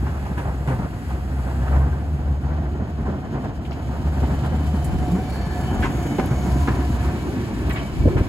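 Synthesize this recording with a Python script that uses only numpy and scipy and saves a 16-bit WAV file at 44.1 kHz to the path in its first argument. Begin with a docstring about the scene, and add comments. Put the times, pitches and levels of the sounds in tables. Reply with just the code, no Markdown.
"""On a street curve, a low-floor tram rolls past about two metres from a hand-held phone.
Rail roughness forces its body to drone and rumble and its wheels to roar; the rubbing flanges hiss,
squeak and ring the wheel discs, gears hum, and the traction inverter whines with a Doppler shift.
Wheels clack and thud over rail joints, the house fronts reflect the clacks, and later grit ticks.
Air buffets the two microphone ports, and the tyre noise of cars fades up the street."""
import sys
import numpy as np
from scipy import signal
from scipy.fft import rfft, irfft
from scipy.io import wavfile

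SR = 44100
rng = np.random.default_rng(int(sys.argv[2]) if len(sys.argv) > 2 else 0)


def pcm_store(signal):
    """Save signal as 16-bit PCM."""
    levels = np.round(np.clip(np.atleast_2d(signal), -1, 1) * 32767)
    wavfile.write(sys.argv[1], SR, levels.astype(np.int16).T)


N = 365148
TIME, FREQ = np.arange(N) / SR, np.arange(N // 2 + 1) * SR / N
TRAM_M_S, SOUND_M_S = 3.2, 343

# normal modes of a wheel disc: f/Hz, bandwidth before added damping/Hz, level/dB
WHEEL_MODES = [(630, 20, -2), (740, 14, 3), (850, 17, 0), (945, 15, 3), (1040, 15, 1.5), (1240, 14, -2),
               (1410, 18, -2), (1565, 14, 1.5), (1705, 16, 0), (2010, 20, -8), (2260, 16, -4),
               (2450, 18, -9), (3120, 18, -14)]
# bright, uneven treble hiss spectrum, with a dip near 9.5 kHz: f/Hz, level/dB
HISS_SPECTRUM = [(2500, -39), (4500, 1), (5700, -6.5), (7800, 2.5), (9500, -4.5), (11500, 0.5),
                 (13000, -10.5), (15500, -11.5)]


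def undb(db):
    """Amplitude ratio of a level in decibels."""
    return 10 ** (np.asarray(db) / 20)


def unit(x):
    """Normalisation to rms 1."""
    return x / np.sqrt(np.mean(x ** 2))


def curves(table):
    """Linear interpolation of a table's columns over time."""
    times, *columns = np.transpose(table)
    return [np.interp(TIME, times, column) for column in columns]


def across(points):
    """Interpolation of (f/Hz, value) points on a log-frequency axis."""
    hz, value = np.transpose(points)
    return np.interp(np.log(FREQ + 1), np.log(hz), value)


def resonance(hz, width_hz):
    """Frequency response of a damped harmonic oscillator."""
    return 1 / (1 + 1j * (FREQ ** 2 - hz ** 2) / (FREQ * width_hz + 1e-9))


def walk(rate_hz, step=32):
    """Low-pass Gaussian fluctuation of rms 1 and bandwidth about rate_hz."""
    hz = np.fft.rfftfreq(16384, step / SR)
    coarse = irfft(rfft(rng.standard_normal(16384)) * np.exp(-(hz / rate_hz) ** 2))
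    return unit(np.interp(np.arange(N) / step, np.arange(len(coarse)), coarse))


def noise(response):
    """Filtered noise, partially coherent between the two ports and most alike in the bass."""
    # likeness of the ports: f/Hz, coherence (0-1)
    port_coherence = [(60, .97), (130, .97), (290, .93), (640, .8), (1400, .66), (3000, .3), (5000, .4),
                      (7000, .85), (15000, .85)]
    coherence = np.clip(across(port_coherence), 0, 1)
    mid, side = rfft(rng.standard_normal((2, N)))
    spectra = mid * np.sqrt(1 + coherence) + np.array([[1], [-1]]) * side * np.sqrt(1 - coherence)
    return unit(irfft(response * spectra, N))


def narrow(hz, smear_hz):
    """Narrow-band noise: a carrier with random quadrature amplitudes."""
    phase = 2 * np.pi * np.cumsum(hz + np.zeros(N)) / SR
    return walk(smear_hz) * np.sin(phase) + walk(smear_hz) * np.cos(phase)


def wavering(hz, jitter_hz, rate_hz):
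    """Random frequency modulation of a tone of constant amplitude."""
    return np.sqrt(2) * np.sin(2 * np.pi * np.cumsum(hz + jitter_hz * walk(rate_hz)) / SR)


def burst(start, rise, fade):
    """Envelope of a transient: linear rise, exponential decay."""
    age = np.maximum(TIME - start, 0)
    return np.minimum(age / rise, 1) * np.exp(-np.minimum(np.maximum(age - rise, 0) / fade, 20))


def add(track, start, sound):
    """Superposition of a short sound on a track."""
    room = track[:, int(start * SR):][:, :sound.shape[-1]]
    room += sound[..., :room.shape[1]]


def later(x, lag_s):
    """A time-varying delay."""
    return np.interp(TIME - lag_s, TIME, x)


def nearness(passes_s, distance_m):
    """Spherical spreading: the 1/r gain of a moving source, 1 at closest approach."""
    return distance_m / np.hypot(distance_m, TRAM_M_S * (TIME - passes_s))


def go_by(passes_s, distance_m, far_db, shade_db_per_s=0):
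    """Direct and diffuse fields add in power; once a part is past, the body may screen it."""
    shade_db = shade_db_per_s * np.maximum(TIME - passes_s, 0)
    return np.hypot(nearness(passes_s, distance_m), undb(far_db)) * undb(-shade_db)


def doppler(passes_s=6.3, distance_m=3):
    """Doppler ratio: above 1 on approach, below 1 on retreat."""
    along = TRAM_M_S * (TIME - passes_s)
    return 1 - TRAM_M_S / SOUND_M_S * along / np.hypot(along, distance_m)


def passing(x, reflection=0.084, far_s=0.00238, near_s=0.01, lead_ms=0.28):
    """Comb filtering by a road reflection; its delay and the left port's lead grow as the wheels near."""
    near = nearness(passes_s=5.85, distance_m=2.03) ** 2
    detour_s = far_s + (near_s - far_s) * near
    left, right = ((side + reflection * later(side, detour_s)) / np.hypot(1, reflection) for side in x)
    return np.array([left, later(right, lead_ms * near / 1000)])


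def street(x, t60, wet_db):
    """Reverberation: the house fronts return a dull, diffuse tail."""
    age = TIME[:SR]
    tail = rng.standard_normal((2, SR)) * undb(-60 * age / t60) * (age > .02)
    tail = signal.sosfilt(signal.butter(1, [250, 3000], "band", fs=SR, output="sos"), tail)
    tail /= np.sqrt(np.sum(tail ** 2) / 2)
    return x + undb(wet_db) * signal.fftconvolve(x, tail, axes=1)[:, :N]


def cars(hiss_db=-56, tread_db=-48, leave_s=1.76, fade_db_per_s=17):
    """Broadband tyre noise holds, then fades as the cars drive off."""
    hiss = undb(hiss_db) * noise(undb(across(HISS_SPECTRUM)))
    tread = undb(tread_db) * noise(resonance(1450, 1700) ** 2)
    return (hiss + tread) * undb(walk(4.2) - fade_db_per_s * np.maximum(TIME - leave_s, 0))


def draught(breeze_db=-44, eddy_db=-5, buffet_db=-4):
    """Turbulent pressure at the ports, from a light breeze and air dragged along by the tram."""
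    # gusts of air: t/s, level/dB, rise/s, decay/s
    gust_events = [(3.9, -38, 0.083, .08), (4.8, -23, 0.14, 0.1), (5.76, -26, 0.076, 0.057),
                   (7.92, -19, 0.086, .18)]
    gusts = sum(undb(db) * burst(s, rise, fade) for s, db, rise, fade in gust_events)
    eddies = unit(irfft(rfft(rng.standard_normal((2, N))) * resonance(73, 85) ** 2, N))
    buffet = undb(buffet_db) * gusts * noise(resonance(45, 22) ** 2)
    return eddies * (undb(breeze_db) + undb(eddy_db) * gusts) + buffet


def treble_bursts():
    """Band-limited transients that decay exponentially: the hiss of two far clacks, then ticks of grit."""
    # short bursts of treble: t/s, level/dB, decay/s, lowest f/Hz, highest f/Hz
    transients = [(0.376, -50.5, 0.059, 6500, 12000), (.675, -51, 0.082, 6500, 12000),
                  (3.65, -39, 0.011, 2000, 3364), (3.711, -43, 0.0037, 4000, 5500),
                  (3.718, -41, 0.021, 1990, 3400), (3.727, -50, 0.018, 4000, 5640),
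                  (4.844, -36.5, 0.015, 6800, 12100), (5.298, -45, 0.0098, 6960, 12000),
                  (6.259, -35, .0034, 9600, 12700), (7.46, -48, 0.0011, 3020, 12000),
                  (7.695, -31, 0.00078, 7230, 15540), (7.707, -39, .0015, 7000, 15500),
                  (7.725, -44, .015, 7000, 15000)]
    out, age = np.zeros((2, N)), TIME[:SR // 3]
    for s, db, fade, low_hz, high_hz in transients:
        band = signal.butter(3, [low_hz, high_hz], "band", fs=SR, output="sos")
        hiss = unit(signal.sosfilt(band, rng.standard_normal((2, len(age)))))
        add(out, s, undb(db) * hiss * np.exp(-age / fade))
    return out


def inverter(low_hz=3020, high_hz=6705, high_db=-55.5, sideband_db=-62):
    """Doppler-shifted switching tones of the traction drive, the high one with two lower sidebands."""
    # low whine as the roof units turn towards the listener and away: t/s, level/dB
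    low_levels = [(0, -82), (2.5, -66.5), (3.3, -65), (4.2, -60), (4.7, -53.5), (5.0, -56), (5.55, -56.5),
                  (5.68, -47.5), (5.95, -54), (6.1, -51.5), (6.4, -58), (6.8, -57), (7.5, -65)]
    step_hz = 95 * (TIME < 4.15)  # the pitch steps up as the drive changes gear
    sag_hz = 36 * np.maximum(TIME - 6.1, 0)  # and sinks as the tram eases off
    heard_hz = (high_hz - step_hz - sag_hz) * doppler()
    # the low tone reaches each port by its own path
    low = np.array([wavering(low_hz * doppler(), 11, 35) * undb(1.2 * walk(14)) for port in range(2)])
    high = wavering(heard_hz, 10, 30) * undb(high_db + 2.5 * walk(20))
    sidebands = sum(narrow(heard_hz - offset_hz, 30) for offset_hz in (590, 785))
    sidebands *= undb(sideband_db) * nearness(passes_s=6.1, distance_m=2.5)
    roof = go_by(passes_s=6.44, distance_m=1.67, far_db=-32, shade_db_per_s=4)
    return undb(curves(low_levels)[0]) * low + (high + sidebands) * roof


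def gears(steady_db=-1.5, loose_db=-4.5, jitter_hz=12, smear_hz=38, swell_db=1.5):
    """The tooth-meshing tone swells with the load; axles at nearly the same speed roughen it."""
    # hum of the gear teeth: t/s, f/Hz, level/dB
    meshing = [(0, 720, -56), (1.2, 722, -48), (3.7, 718, -51), (4.0, 742, -45), (4.6, 720, -46),
               (4.8, 730, -41), (4.96, 720, -44), (5.04, 736, -34), (5.13, 724, -42), (5.21, 745, -37),
               (5.32, 750, -42), (5.4, 708, -41), (5.55, 724, -43), (5.67, 723, -34), (5.74, 745, -44),
               (5.81, 742, -34), (5.93, 720, -43), (6.0, 708, -37), (6.1, 716, -44), (6.3, 736, -46),
               (6.55, 708, -37), (6.7, 702, -46), (6.82, 714, -40), (7.15, 722, -43), (7.4, 711, -56)]
    hz, db = curves(meshing)
    load = undb(db + swell_db * walk(12))
    return load * (undb(steady_db) * wavering(hz, jitter_hz, 24) + undb(loose_db) * narrow(hz, smear_hz))


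def squeaks():
    """Stick-slip: a flange grabs the rail and one wheel mode swells, reaching each port by its own path."""
    # flange squeaks: t/s, f/Hz, bandwidth/Hz, level/dB, rise/s, decay/s
    grabs = [(5.2, 4430, 220, -49, 0.15, 0.3), (5.15, 1715, 53.5, -43, 0.4, 0.3),
             (4.95, 2310, 45, -53, 0.28, 0.64), (5.9, 2205, 35, -45, .25, 0.3),
             (6.3, 985, 65, -37, 0.34, 0.27), (6.85, 1550, 55, -47.5, 0.11, 0.12),
             (6.9, 2265, 36, -54, .2, 0.58), (7.70, 2255, 22, -41.5, 0.061, 0.078),
             (7.70, 1130, 13, -42, 0.058, .08), (7.722, 7350, 150, -46, 0.012, 0.021),
             (7.762, 3050, 28, -41.5, 0.015, 0.077), (7.9, 2270, 40, -50, 0.083, 0.58)]
    return sum(undb(db) * burst(s, rise, fade) * np.array([narrow(hz, width) for port in range(2)])
               for s, hz, width, db, rise, fade in grabs)


def rail_db():
    """Roughness excitation: the change in level on rough and smooth stretches of rail."""
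    # stretches of rail: middle t/s, duration/s, level/dB
    patches = [(0.41, 0.23, 5.5), (0.716, 0.083, 13), (0.817, 0.097, 7.5), (1.012, 0.21, -5.5),
               (1.785, 0.28, 7), (2.31, 0.38, -1), (2.54, 0.14, 5.5), (2.832, 0.14, -1.5),
               (3.097, 0.097, 5.5), (3.371, 0.088, 4), (3.46, 0.04, 7), (3.645, 0.14, -4),
               (4.325, 0.59, 3.5), (7.017, 0.17, 2)]
    return sum(db * np.exp(-(2 * (TIME - s) / length) ** 2) for s, length, db in patches)


def wheels(ring_db=-39, rub_db=-46, hiss_db=-49.5, throb_db=2.7, rail_share=0.38):
    """Sliding friction: in the curve the flanges rub and hiss, and keep the wheel discs ringing."""
    # the rail's grip damps the modes, and they drift as the contact point moves
    ring = noise(sum(undb(db) * resonance(hz, 9 * width) ** 2 for hz, width, db in WHEEL_MODES))
    drift_s = .001 * walk(2)
    ring = np.array([later(side, drift_s) for side in ring])
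    ring *= undb(ring_db + throb_db * walk(8.7)) * go_by(passes_s=6.99, distance_m=1.6, far_db=-37)
    # spectrum of flange rubbing: f/Hz, level/dB
    rub_spectrum = [(700, -38), (1500, -8), (2300, 4), (3300, -0.5), (4400, -3.5), (5500, -7),
                    (7500, -12.5), (12000, -53)]
    rub = noise(undb(across(rub_spectrum))) * go_by(passes_s=7.0, distance_m=7.4, far_db=-16)
    hiss = noise(undb(across(HISS_SPECTRUM)))
    hiss *= go_by(passes_s=6.64, distance_m=5.3, far_db=-26, shade_db_per_s=1.5)
    straight_db = -6 * np.clip(1 - (TIME - 3.61) / 0.54, 0, 1)  # less friction before the curve
    grain, scuff = undb(1.1 * walk(40)), undb(1.1 * walk(20))
    rub *= grain * undb(rub_db + straight_db / 2)
    hiss *= grain * scuff * undb(hiss_db + straight_db)
    return passing((ring + rub) * undb(rail_share * rail_db()), lead_ms=0.18) + hiss


def struck_wheel(centre_hz, rise_s, spread_octaves=0.59, scatter_db=3.5, damping=1.34):
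    """Free vibration of a wheel disc; the point of contact favours the modes around one pitch."""
    hz, width, db = np.transpose(WHEEL_MODES)[:, :, None]
    hz = hz * (1 + .018 * rng.standard_normal(hz.shape))  # no two wheels ring alike
    age = TIME[:SR // 4]
    size = undb(db + scatter_db * rng.standard_normal(hz.shape))
    size *= np.exp(-(np.log2(hz / centre_hz) / spread_octaves) ** 2)
    decay = np.exp(-np.pi * damping * width * age)
    modes = size * decay * np.sin(2 * np.pi * (hz * age + rng.random(hz.shape)))
    return np.minimum(age / rise_s, 1) * modes.sum(axis=0) / np.sqrt(np.sum(size ** 2) / 2)


def clacks(clack_db=-10.5, bright_db=-12, ring_db=4, landing_s=0.0098, landing_db=1.5):
    """Impact excitation: a wheel leaves one rail end and lands on the next, ringing the disc."""
    # wheels on rail joints: t/s, level/dB, relative treble/dB, decay/s, centre f/Hz of the ring
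    joints = [(0.059, -31, -6.5, 0.12, 1090), (.255, -32, -2, 0.01, 900), (0.377, -31, 3.5, 0.02, 1290),
              (0.674, -30, 1.5, 0.03, 1000), (0.789, -34, -8, 0.018, 900), (.825, -37, -10, 0.013, 1000),
              (1.1, -35, -3, 0.048, 800), (1.615, -37, -3, .015, 1400), (1.669, -33, -2, 0.031, 1240),
              (1.759, -33, -6, .012, 1010), (1.804, -38, -5, .015, 1000), (1.867, -39, -5, .015, 1090),
              (1.922, -37, -4, .014, 1200), (2.458, -33, -15, .012, 694), (2.824, -48, -12, 0.0096, 720),
              (3.056, -30, -15, 0.0081, 691), (3.345, -34.5, -1, 0.011, 690), (4.239, -40, 7, 0.014, 950),
              (4.438, -34, 8, 0.0071, 1099), (4.743, -35, -14, .008, 744), (5.824, -22.5, 2.5, 0.03, 1860),
              (5.846, -23.5, -4, 0.014, 840), (6.184, -21, 0.5, 0.012, 700), (6.674, -22, 1.5, 0.015, 1192),
              (7.698, -39.5, 20.5, 0.015, 2220), (7.759, -38, 18, 0.031, 2300),
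              (8.074, -32, -8, 0.0083, 752), (8.169, -26.5, 2, 0.019, 1140)]
    # spectrum of a steel blow: f/Hz, level/dB
    steel_spectrum = [(100, -12), (330, 11), (550, -3), (800, 19), (1200, 17), (1700, 12), (2500, -4),
                      (3500, -14), (6000, -5), (14000, -28)]
    force, treble_force = np.zeros((2, N))
    ring = np.zeros((2, N))
    for s, db, treble_db, fade, ring_hz in joints:
        leaving = burst(s - .001, 0.001, fade)
        landing = undb(landing_db) * burst(s + landing_s, 0.0015, fade)
        blow = undb(db) * np.maximum(leaving, landing)
        force += blow
        treble_force += undb(treble_db) * blow
        add(ring, s, undb(db + ring_db) * struck_wheel(ring_hz, landing_s))
    steel = undb(clack_db) * force * noise(undb(across(steel_spectrum)))
    treble = undb(bright_db) * treble_force * noise(resonance(1940, 2050) ** 3)
    return steel + ring + treble


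def thuds(thud_db=-1, knock_db=-2, knock_top_hz=580):
    """Damped oscillation: heavy blows swing a body panel briefly, with a dull knock on top."""
    # blows on the body: t/s, level/dB, f/Hz, glide/(Hz/s), rise/s, decay/s, relative knock/dB
    blows = [(.66, -13.5, 134, -87, 0.031, 0.057, -14), (3.075, -20.5, 199, 0, 0.011, 0.059, -2),
             (3.34, -15.5, 137, 3, .012, 0.029, -8), (4.734, -11, 200, 0, 0.011, 0.0072, -18),
             (4.82, -18, 166.5, -700, 0.025, 0.044, -32), (5.099, -10.5, 161.3, 403, 0.048, 0.024, -16),
             (5.797, -13, 86, -300, 0.0034, 0.024, -17), (5.835, -22, 278, 0, 0.0087, 0.017, 2),
             (6.187, -18, 206.4, -2, 0.0025, 0.018, 7.5), (6.311, -7.5, 129, 0, .0062, 0.021, -28),
             (6.679, -23.5, 230, 0, 0.0054, 0.018, 6), (7.334, -24.5, 266.7, -330, 0.0058, 0.19, -13),
             (8.049, -6.5, 176, 5, 0.0115, 0.007, -3.5), (8.072, -5, 87.6, 0, 0.005, 0.0086, -4),
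             (8.158, -13, 126, 2, 0.0034, 0.0099, 2.5), (8.202, -4.5, 82, 0, 0.013, 0.0069, -10.5)]
    swing, force = np.zeros((2, N))
    for s, db, hz, glide, rise, fade, hard_db in blows:
        blow, age = undb(db) * burst(s - .001, rise, fade), TIME - s
        swing += blow * np.sin(2 * np.pi * (hz + glide * age / 2) * age)
        force += undb(hard_db) * blow
    knock = noise(resonance(210.0, 470) / (1 + (FREQ / knock_top_hz) ** 6))
    return undb(thud_db) * swing + undb(knock_db) * force * knock


def panels(swell_db=4.5):
    """Plate resonance: underframe panels hum at their own pitches, each swelling by itself."""
    # panel modes: f/Hz, bandwidth/Hz, level/dB
    modes = [(221, 52, -3), (285, 60, -0.5), (348, 81, 1)]
    return sum(undb(db + swell_db * walk(6.3)) * noise(resonance(hz, width) ** 2)
               for hz, width, db in modes)


def rolling(rumble_db=-25.5, roar_db=-38.0, frame_db=-39.5, judder_db=2, rough_db=1.34, uneven_db=1.45):
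    """Rolling noise: uneven rail heads shake bogies and underframe, and roar; all judder together."""
    # spectrum of the bogies' rumble: f/Hz, level/dB
    rumble_spectrum = [(20, -46), (44, -13), (57, 5.5), (92, 2), (112, 0.5), (138, -1), (175, -1.5),
                       (260, -4), (350, -9.5), (450, -18.5), (800, -57), (2000, -71)]
    # spectrum of the wheel-rail roar: f/Hz, level/dB
    roar_spectrum = [(150, -13), (300, -32), (400, -8), (530, -4), (680, -3), (880, -5), (1150, -11.5),
                     (1550, -12.5), (2100, -21.5), (3000, -37), (6000, -70)]
    bumps, shake_db = walk(34.0), rail_db() + uneven_db * walk(14.5)
    rumble = noise(undb(across(rumble_spectrum))) * undb(rumble_db)
    rumble *= go_by(passes_s=6.63, distance_m=4.9, far_db=-4.5)
    frame = panels() * undb(frame_db) * go_by(passes_s=7.05, distance_m=3.83, far_db=-38)
    roar = noise(undb(across(roar_spectrum)))
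    roar *= undb(roar_db + shake_db + rough_db * (bumps + walk(25)) / np.sqrt(2))
    roar *= go_by(passes_s=6.37, distance_m=4.4, far_db=-1.5, shade_db_per_s=1.0)
    return (rumble + frame) * undb(0.48 * shake_db + judder_db * bumps), roar


def drone(wander_hz=2.2, octave_db=-7, loose_db=-9, beat_period_s=.176, beat_peak_s=2.31):
    """Forced vibration: wheel roughness drives a low body resonance, which throbs as the bogies beat."""
    # boom of the car body: t/s, level/dB
    boom_levels = [(0.0, -23.5), (0.95, -34), (1.2, -26), (1.58, -24), (1.77, -15.5), (2.0, -26),
                   (2.55, -22.5), (2.8, -30), (3.0, -29), (3.3, -35.5), (3.9, -27.5), (4.25, -21),
                   (4.55, -23), (4.85, -22.5), (5.3, -28.5), (5.8, -26), (6.25, -36.5), (6.55, -18.5),
                   (7.15, -27.5), (7.45, -55), (7.68, -22.5), (7.9, -46), (8.02, -27), (8.07, -9),
                   (8.125, -37), (8.2, -25), (8.28, -60)]
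    # pitch and throb of the boom: t/s, f/Hz, signed beat depth/dB
    boom_pitch = [(0, 70.2, 1), (1.1, 64.37, -1.5), (1.65, 66, 1), (1.9, 70.1, 1.5), (2.1, 71, 4),
                  (2.4, 71.5, 4.5), (2.8, 70.38, -1.5), (3.8, 70.6, 2), (4.15, 71.9, 3.5),
                  (4.8, 72.17, -0.5), (5.3, 68.27, 1), (5.8, 67.73, 0.5), (6.6, 66.15, 1.5)]
    hz, throb_db = curves(boom_pitch)
    phase = 2 * np.pi * np.cumsum(hz + wander_hz * walk(8.2)) / SR
    flutter = undb(walk(32) + np.array([walk(3.6), walk(5.6)]) / 2)  # a little different at each port
    throb = undb(throb_db * np.cos(2 * np.pi * (TIME - beat_peak_s) / beat_period_s))
    tone = (np.sin(phase) + undb(octave_db) * np.sin(2 * phase + walk(16) / 2)) * flutter * throb
    loose = undb(loose_db) * noise(resonance(76.1, 38) ** 4)
    return undb(curves(boom_levels)[0]) * (unit(tone) + loose)


def scene():
    """Superposition of the tram and its street."""
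    rumble, roar = rolling()
    bogies = passing(roar + gears() + street(clacks(), t60=1.0, wet_db=-21.0))
    tram = drone() + rumble + bogies + wheels() + inverter() + squeaks() + thuds() + treble_bursts()
    return tram + draught() + cars()


def record(dry, ceiling=1.05, top_hz=15800):
    """Transfer function of the phone's two ports, then soft saturation and a low-pass filter."""
    # colour of the ports: f/Hz, left minus right level/dB
    port_tilt = [(300, 0), (500, -1), (750, -2.2), (1300, 0), (2400, 1.3), (3400, 2.8), (5000, -.6),
                 (8000, 0)]
    # phase between the ports: f/Hz, left minus right phase/rad
    port_phase = [(0, 0), (150, -.04), (300, -.2), (700, -.85), (1300, -1.35), (1900, -1.6), (2600, -4.7),
                  (3300, -4.9), (4000, -1.2), (5500, -3.2), (6600, -6.2), (7400, -6.5), (7800, -8.1),
                  (16000, -18.9)]
    gain = undb(np.array([[.5], [-.5]]) * across(port_tilt))
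    phase = np.array([[1], [0]]) * np.interp(FREQ, *np.transpose(port_phase))
    heard = irfft(rfft(dry) * gain * np.exp(1j * phase), N)
    heard = heard / (1 + (heard / ceiling) ** 4) ** (1 / 4)
    return signal.sosfilt(signal.ellip(10, .2, 80, top_hz, fs=SR, output="sos"), heard)


dry = scene()
out = record(dry)
pcm_store(out)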